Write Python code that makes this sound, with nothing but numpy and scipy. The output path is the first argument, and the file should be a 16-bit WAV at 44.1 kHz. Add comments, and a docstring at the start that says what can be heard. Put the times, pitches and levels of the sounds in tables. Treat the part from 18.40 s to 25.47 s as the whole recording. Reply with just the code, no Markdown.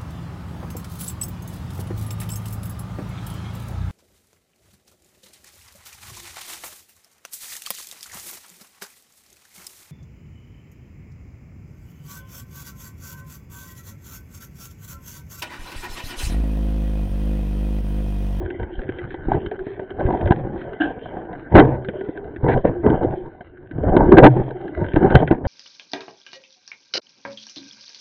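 """A mountain bike on a rough mud trail, from a microphone sealed in a plastic housing clamped to the frame.
From the start the trail shakes housing and mount through filtered noise and jolts, small parts rattle, a panel
whirrs, and loose parts tick and knock at no distance. At 2.4 s something drags along the housing. Near 3.15 s and
5.8 s come hard patches with hammering blows of the clamp and a decaying sine boom from the tyre. More rough
patches and heavy knocks follow to the end; the hardest blows overload the narrow-band capture."""
import sys
import numpy as np
from scipy import signal
from scipy.io import wavfile
from scipy.ndimage import uniform_filter1d

SR = 44100
rng = np.random.default_rng(int(sys.argv[2]) if len(sys.argv) > 2 else 0)


def wav_out(sig):
    """Save sig, one row per channel (or a flat mono array), as 16-bit PCM at SR to the path in sys.argv[1]."""
    wavfile.write(sys.argv[1], SR, np.round(np.clip(np.atleast_2d(sig).T, -1, 1) * 32767).astype(np.int16))


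N = 311787

# even stretches of the trail, joined by straight lines: start_s, shaking_db (housing), heave_db (mount, above shaking)
TRAIL_STRETCHES = [(0, -36.5, 5.5), (0.41, -41, 5.5), (0.8, -38, -0.5), (1.3, -42.5, -1), (1.55, -38.5, -5),
                   (1.74, -25.5, -1), (1.9, -27, 6.5), (2.33, -36, -11), (2.6, -33, -20), (3.1, -38, -8.5),
                   (3.65, -36.5, -16.5), (4.0, -37.5, -1), (4.87, -42.5, -0.5), (5.18, -52, -1.5),
                   (5.35, -39, 3), (6.28, -36.5, -13.5), (7.07, -44.5, 5)]
# rough patches under the wheel: start_s, length_s, shaking_db, heave_db (above shaking)
ROUGH_PATCHES = [(0.888, 0.072, -23, 3), (1.586, 0.04, -23, -10), (1.905, 0.011, -19, 12),
                 (3.119, 0.015, -23.5, -7.5), (3.15, 0.058, -5, -5.5), (3.274, 0.074, -19, -6.5),
                 (4.042, 0.13, -20.5, 3.5), (4.247, 0.032, -13.5, -5), (4.434, 0.025, -25, -6),
                 (4.463, 0.11, -17, -7.5), (4.612, 0.12, -25.5, 1), (5.386, 0.032, -25.5, 8.5),
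                 (5.443, 0.17, -17.5, -6), (5.568, 0.12, -14.5, -5), (5.723, 0.028, -5.5, -15),
                 (5.773, 0.022, -8, -15.5), (5.828, 0.027, -4.5, -13), (5.964, 0.048, -22.5, -6.5),
                 (6.374, 0.088, -27, 3), (6.563, 0.096, -12, -10.5), (6.708, 0.016, -20, -9),
                 (6.749, 0.0072, -9.5, 2), (6.802, 0.026, -16.5, -6), (6.912, 0.013, -11.5, -6),
                 (7.046, 0.03, -19.5, -1)]
# each patch builds up before its start, holds, drops away fast, and leaves the frame to settle
BUILD_DB_PER_S, DROP_DB_PER_S, SETTLE_DB, SETTLE_DB_PER_S = 2002, 397.5, -15.5, 75
# modes of the housing walls: pitch_hz, width_hz, level_db
WALL_MODES = [(309.3, 87.4, 3.5), (363.6, 77, 1), (429.3, 97.5, -0.5), (506, 81, -6), (602, 64, -5.5),
              (758.3, 69, -6), (908, 62.4, -9), (984, 65, -14)]
# modes of the small stiff parts of the housing: pitch_hz, width_hz, level_db
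PART_MODES = [(1520, 410, -4), (1449, 71, -0.5), (1540, 133, 8), (1748, 530, -1), (2000, 44, 0),
              (2250, 160, -14), (2767, 130, -14.5), (3108, 120, -8), (3600, 330, -23)]
# modes of the mount on the frame: pitch_hz, width_hz, level_db
MOUNT_MODES = [(27, 43, -6), (78, 30, -3), (133, 45, -4)]
# modes of the flexing clamp: pitch_hz, width_hz, level_db
CLAMP_MODES = [(159, 44.6, 0.5), (268, 185, 2)]
# loose parts striking the housing: start_s, tick_db, knock_db (above the tick), knock_pitch_hz
LOOSE_STRIKES = [(0.103, -27, 1.5, 296), (0.198, -31.5, 12, 370), (0.2301, -32, 4, 353),
                 (0.392, -29, 4.5, 243), (0.4909, -29.5, 15.5, 377), (0.586, -29, 3, 403),
                 (0.7058, -31.5, -11, 332), (0.7425, -31, 10, 364), (0.8838, -43, 33.5, 371),
                 (0.9175, -27, 21.5, 800), (0.934, -24.5, -7, 400), (0.946, -32, 21, 300),
                 (1.0622, -26, -17, 358), (1.1139, -29, 10, 412), (1.192, -29, -17, 396),
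                 (1.268, -32, 15, 400), (1.395, -32.5, 17.5, 405), (1.5051, -31, 8, 413),
                 (1.597, -29.5, 6, 334), (1.6068, -29, 11.5, 600), (1.664, -30, -8, 400),
                 (1.705, -28.5, -1, 400), (1.726, -32, 19, 296), (1.8115, -28.5, 15, 293),
                 (1.8575, -30, 14.5, 603), (1.874, -24, 3, 400), (1.908, -18.5, 20.5, 253),
                 (1.921, -15.5, 8.5, 800), (2.2152, -31.5, 3.5, 360), (2.3329, -30, 3, 440),
                 (2.6574, -33, 8, 365), (2.9303, -34.5, 10, 717), (3.148, -18.5, 15, 308),
                 (3.159, -13, -0.5, 400), (3.184, -5.5, 6, 810), (3.197, -7.5, -1.5, 350),
                 (3.448, -29.5, -11, 342), (3.4864, -22.5, 8, 497), (3.6097, -31.5, 11.5, 396),
                 (3.6875, -41.5, 26, 480), (3.7743, -28, 4.5, 400), (3.962, -29, 5, 339),
                 (4.0429, -34.5, 26, 377), (4.087, -25.5, 17.5, 402), (4.147, -38, 3, 400),
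                 (4.1755, -27.5, 21, 563), (4.252, -23.5, 22, 624), (4.4637, -32.5, 19, 500),
                 (4.501, -28.5, 21.5, 258), (4.633, -30, 1, 590), (4.6466, -35.5, 29.5, 350),
                 (5.0081, -33.5, 6.5, 712), (5.3114, -32.5, 6.5, 334), (5.381, -41, 18.5, 510),
                 (5.436, -38, 25.5, 600), (5.4907, -32.5, 22, 689), (5.5665, -14, 18, 300),
                 (5.7187, -29, 21, 343), (5.864, -7.5, 5, 493), (5.966, -40.5, 31.5, 390),
                 (6.108, -31.5, 4, 355), (6.2794, -29.5, -23, 338), (6.444, -26, 5.5, 310),
                 (6.536, -27.5, 4, 239), (6.5604, -17, -10, 420), (6.6439, -30, 2, 427),
                 (6.7043, -21, 7, 337), (6.7525, -1, 8, 506), (6.876, -19.5, -1, 384),
                 (6.911, -19.5, 23.5, 297), (7.0513, -25, 11, 552)]
# the wheel meeting roots and stones: start_s, level_db, heave_pitch_hz
WHEEL_BUMPS = [(0.383, -7, 26.6), (0.871, -6, 27.8), (1.653, 1.5, 60), (3.143, -5.5, 128), (4.034, -1, 80),
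               (5.513, -0.5, 27.4), (5.817, -12.5, 142), (6.542, 2, 140), (6.722, 3, 159)]
# landings that leave the air in the tyre booming: start_s, level_db (before onset and wobble)
TYRE_BOOMS = [(3.163, -6.5), (5.822, -3)]
TYRE_HZ, TYRE_T60_S = 127.2, 0.6  # air mode of the tyre
# the clamp hammering against its stop: start_s, length_s, walls_db, parts_db (small parts, above the walls)
CLAMP_HAMMERING = [(3.152, 0.048, -15.5, -13.5), (4.083, 0.057, -32, -8.5), (4.494, 0.058, -35.5, -22),
                   (5.768, 0.017, -18.5, -13.5), (5.83, 0.039, -13, -18)]
SCRAPE_S, SCRAPE_DB, SCRAPE_FADE_DB_PER_S = 2.401, -12, 249  # something drags along the housing
# modes the drag sets ringing: pitch_hz, width_hz (of each of two passes), level_db
DRAG_MODES = [(304, 22.5, -1), (758, 140, -10), (1590, 110, -5.5), (2970, 660, -20)]
# the rolling wheel: start_s, rattle_db (small parts), whirr_db (one panel), whirr_pitch_hz
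WHEEL_ROLLING = [(0, -50.5, -32, 354), (.7, -45, -42, 374), (1.3, -50.5, -33, 390),
                 (1.7, -49.5, -36, 391.5), (2.9, -47.5, -74.5, 331), (3.4, -48.5, -27.5, 378),
                 (3.9, -59, -45, 399), (4.5, -51, -26.5, 344), (5.2, -60, -52.5, 360),
                 (5.7, -47.5, -31, 331), (6.25, -53, -33.5, 336), (6.75, -32.5, -38, 375),
                 (7.07, -79, -46, 350)]
BAND_HZ, EDGE_HZ = 4230, 19700  # band limits of the capture, before and after the flat cut


def ride():
    """The rough trail shakes walls and mount, more weakly the small parts, and flexes the clamp."""
    shake_db, heave_db, contact_db = roughness()
    shared = jolts(per_s=300, spread_db=5.5, hum=0.93)
    mount_force = soft(jolts(per_s=60, spread_db=-2.5, hum=0.91), 240.0)
    mount = trembling(mount_force, MOUNT_MODES, patchy_db=9.0)
    parts = trembling(soft(shared, 2500.0), PART_MODES[:6], patchy_db=4.0)
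    walls = soft(trembling(soft(shared, 1100.0), WALL_MODES, patchy_db=4.5), 1400.0)
    clamp = trembling(soft(shared, 750.0), CLAMP_MODES, patchy_db=0.0)

    thud = jolts(per_s=150, spread_db=3.0, hum=0.9)  # reaches the housing through the tubes without ringing
    for hz in (598.0, 900.0, 1100.0):
        thud = soft(thud, hz)
    frame = steady(thud, 0.09)

    flex_db = np.minimum(0.2 * shake_db + 0.5, -3.0)  # the clamp gives more under hard shaking
    lumps_db = 2.98 * wander(35)  # stones and ruts come unevenly
    shaken = walls + gain_of(heave_db) * mount + gain_of(flex_db) * clamp
    shaken += gain_of(contact_db - shake_db - 23.5) * parts + gain_of(-5.5) * frame
    return gain_of(shake_db + lumps_db) * shaken


def roughness():
    """Trail and patches add as powers: shaking dB, heave dB above it, and contact dB, which does not settle."""
    shake_db, heave_db = curves(TRAIL_STRETCHES)
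    power = gain_of(2 * np.array([shake_db, shake_db + heave_db, shake_db]))
    t = np.arange(N) / SR
    for s, length, db, above_db in ROUGH_PATCHES:
        early, late = np.maximum(s - t, 0), np.maximum(t - s - length, 0)
        drop_db = -DROP_DB_PER_S * late
        fall_db = np.maximum(drop_db, SETTLE_DB - SETTLE_DB_PER_S * late)
        levels_db = np.array([db + fall_db, db + above_db + fall_db, db + drop_db])
        power += gain_of(2 * (levels_db - BUILD_DB_PER_S * early))
    shake_db, mount_db, contact_db = 10 * np.log10(power)
    return shake_db, mount_db - shake_db, contact_db


def strikes():
    """Each strike rings the small parts briefly and one wall panel a little longer, in a new balance of modes."""
    out = np.zeros(N)
    for s, tick_db, knock_db, hz in LOOSE_STRIKES:
        force = burst(0.0062)
        tick = body(force, PART_MODES, 2.5 * rng.standard_normal(len(PART_MODES)))
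        click = gain_of(-15.5) * ring(force, 3000, 1100)  # the bare contact
        tick = tick / abs(tick).max() + click

        width = 46.0 + 280.0 * min(gain_of(tick_db + knock_db), 1)  # hard knocks press the panel and damp it
        push = force * (np.arange(len(force)) < SR // 500)  # the first 2 ms
        panel = ring(ring(push, hz, width), hz, width)  # two passes: swells for a few cycles, then fades
        walls = body(force, WALL_MODES, 5.4 * rng.standard_normal(len(WALL_MODES)))
        knock = soft(panel + 0.23 * walls, 2700.0)
        knock -= soft(knock, 110.0)  # the knock keeps little below about 110 Hz, so it does not thump

        strike = tick / abs(tick).max() + gain_of(knock_db) * knock / abs(knock).max()
        add(out, s, gain_of(tick_db) * strike)
    return out


def burst(decay_s):
    """The contact force of one strike: a sharp first touch, then chatter that dies away."""
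    t = np.arange(SR // 10) / SR
    force = rng.standard_normal(len(t)) * np.exp(-t / decay_s)
    force[0] = 12.3
    return force


def bumps():
    """A bump throws the mount through a heavily damped cycle or so; two landings make the tyre boom."""
    out, t = np.zeros(N), np.arange(SR) / SR
    for s, db, hz in WHEEL_BUMPS:
        heave = np.sin(2 * np.pi * hz * t) * np.exp(-hz * t / 0.22)
        add(out, s, gain_of(db) * heave)

    wobble = 0.5 * np.sin(2 * np.pi * 13.0 * t)  # the turning wheel rocks the mode in phase and level
    fade = gain_of(-60 * t / TYRE_T60_S)
    onset = 1 - np.exp(-t / 0.0059)
    boom = np.sin(2 * np.pi * TYRE_HZ * t + wobble) * (1 + wobble) * fade * onset
    for s, db in TYRE_BOOMS:
        add(out, s, gain_of(db) * boom)
    return out


def hammering():
    """The clamp hits its stop in a dense volley of blows that starts at once, holds, and rings out."""
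    out, t = np.zeros(N), np.arange(SR // 5) / SR
    for s, length, walls_db, parts_db in CLAMP_HAMMERING:
        volley = np.exp(-np.maximum(t - length, 0) / 0.0067)
        size = gain_of(5.5 * np.minimum(rng.exponential(1, len(t)), 4))
        blows = size * (rng.random(len(t)) < 400 / SR)  # 400 a second on average
        force = rng.standard_normal(len(t)) * (0.57 + blows) * volley
        walls = body(force, WALL_MODES, 2.0 * rng.standard_normal(len(WALL_MODES)))
        parts = body(force, PART_MODES[:6], 2.0 * rng.standard_normal(6))
        held = np.sqrt(len(t) / (volley ** 2).sum())  # refers the rms to the volley alone
        add(out, s, gain_of(walls_db) * held * (evened(walls) + gain_of(parts_db) * evened(parts)))
    return out


def scrape():
    """A short drag bites in and fades while its noise force keeps a few modes singing."""
    out, t = np.zeros(N), np.arange(SR // 5) / SR
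    force = rng.standard_normal(len(t))
    sing = np.zeros(len(t))
    for hz, width, db in DRAG_MODES:
        mode = ring(ring(force, hz, width), hz, width)
        sing += gain_of(db) * steady(mode, 0.029)
    bite = np.minimum(t / 0.0096, 1)
    fade = gain_of(SCRAPE_DB - SCRAPE_FADE_DB_PER_S * t)
    add(out, SCRAPE_S, fade * bite * sing[::-1])  # the ringing runs backwards in time
    return out


def rolling():
    """Tread and mud keep the small parts rattling and one panel whirring at a pitch that wavers."""
    rattle_db, whirr_db, hz = curves(WHEEL_ROLLING)
    parts = trembling(jolts(per_s=79, spread_db=3.5, hum=1.2), PART_MODES, patchy_db=5.0)

    # a resonance of moving pitch: shift the force down to 0 Hz, smooth it, shift it back
    turn = np.exp(2j * np.pi * np.cumsum(hz + 12.0 * wander(15)) / SR)
    keep = np.exp(-np.pi * 42.0 / SR)  # each of two poles is 42 Hz wide
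    force = jolts(per_s=13, spread_db=1.0, hum=0.88)
    whirr = (turn * signal.lfilter([1], [1, -2 * keep, keep ** 2], force / turn)).real

    clumps_db = 1.6 * wander(5.4)  # mud comes in lumps
    return gain_of(clumps_db) * (gain_of(rattle_db) * parts + gain_of(whirr_db) * steady(whirr, 0.58))


def trembling(force, modes, patchy_db):
    """Modes under a lasting force whose point of contact keeps moving, so the colour drifts."""
    weights_db = [patchy_db * wander(14) for mode in modes]
    return steady(body(force, modes, weights_db), 0.15)


def body(x, modes, weights_db):
    """A sum of modes, neighbours of opposite sign, each excited more or less strongly."""
    out = 0
    for k, (hz, width, db) in enumerate(modes):
        out = out + (-1) ** k * gain_of(db + weights_db[k]) * ring(x, hz, width)
    return out


def ring(x, hz, width):
    """One damped mode, a pole pair with a gain of about 1 at its centre."""
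    pole = np.exp((2j * np.pi * hz - np.pi * abs(width)) / SR)
    return 2 * (1 - abs(pole)) * signal.lfilter([1], [1, -pole], x).imag


def jolts(per_s, spread_db, hum):
    """Random impacts, a few much larger (smaller if the spread is negative), over an even noise tremble."""
    size = gain_of(spread_db * np.minimum(rng.exponential(1, N), 4)) * rng.choice([-1., 1.], N)
    impacts = size * (rng.random(N) < per_s / SR)
    return evened(impacts) + hum * rng.standard_normal(N)


def soft(x, hz):
    """Rubber and plastic round off the contact: little force is left above hz."""
    return signal.lfilter(*signal.butter(2, hz, fs=SR), x)


def steady(x, window_s):
    """Divides out slow drift so that the level is set elsewhere."""
    return x / np.sqrt(uniform_filter1d(x ** 2, int(window_s * SR)) + 1e-12)


def wander(per_s):
    """A slow random curve of rms 1, through per_s chance points a second."""
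    points = rng.standard_normal(int(N / SR * per_s) + 2)
    return evened(np.interp(np.arange(N) / SR * per_s, np.arange(len(points)), points))


def curves(rows):
    """Table columns as curves over time."""
    s, *columns = np.transpose(rows)
    return [np.interp(np.arange(N) / SR, s, c) for c in columns]


def gain_of(db):
    """Level in dB to amplitude."""
    return 10 ** (np.asarray(db) / 20)


def evened(x):
    """Scales to rms 1."""
    return x / np.sqrt(np.mean(x ** 2) + 1e-20)


def add(mix, s, sound):
    """Mixes a sound in at time s."""
    part = mix[round(s * SR):][:len(sound)]
    part += sound[:len(part)]


def low_pass(x, hz):
    """Steep band limit."""
    taps = signal.firwin(401, hz, window=("kaiser", 10), fs=SR)
    return signal.oaconvolve(x, taps[None], "same")


def scene():
    """Everything reaches one microphone through the housing."""
    return (ride() + rolling() + strikes() + hammering() + scrape() + bumps())[None]


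def record(dry):
    """The microphone amplifier saturates; after the narrow-band capture, peaks past full scale are cut flat."""
    coupled = signal.lfilter(*signal.butter(1, 14.0, "high", fs=SR), dry)
    ceiling, knee = 1.01, 7  # a high knee bends late and sharply
    saturated = coupled / (1 + abs(coupled / ceiling) ** knee) ** (1 / knee)
    cut = np.clip(low_pass(saturated, BAND_HZ), -1, 1)
    return low_pass(cut, EDGE_HZ)


dry = scene()
out = record(dry)
wav_out(out)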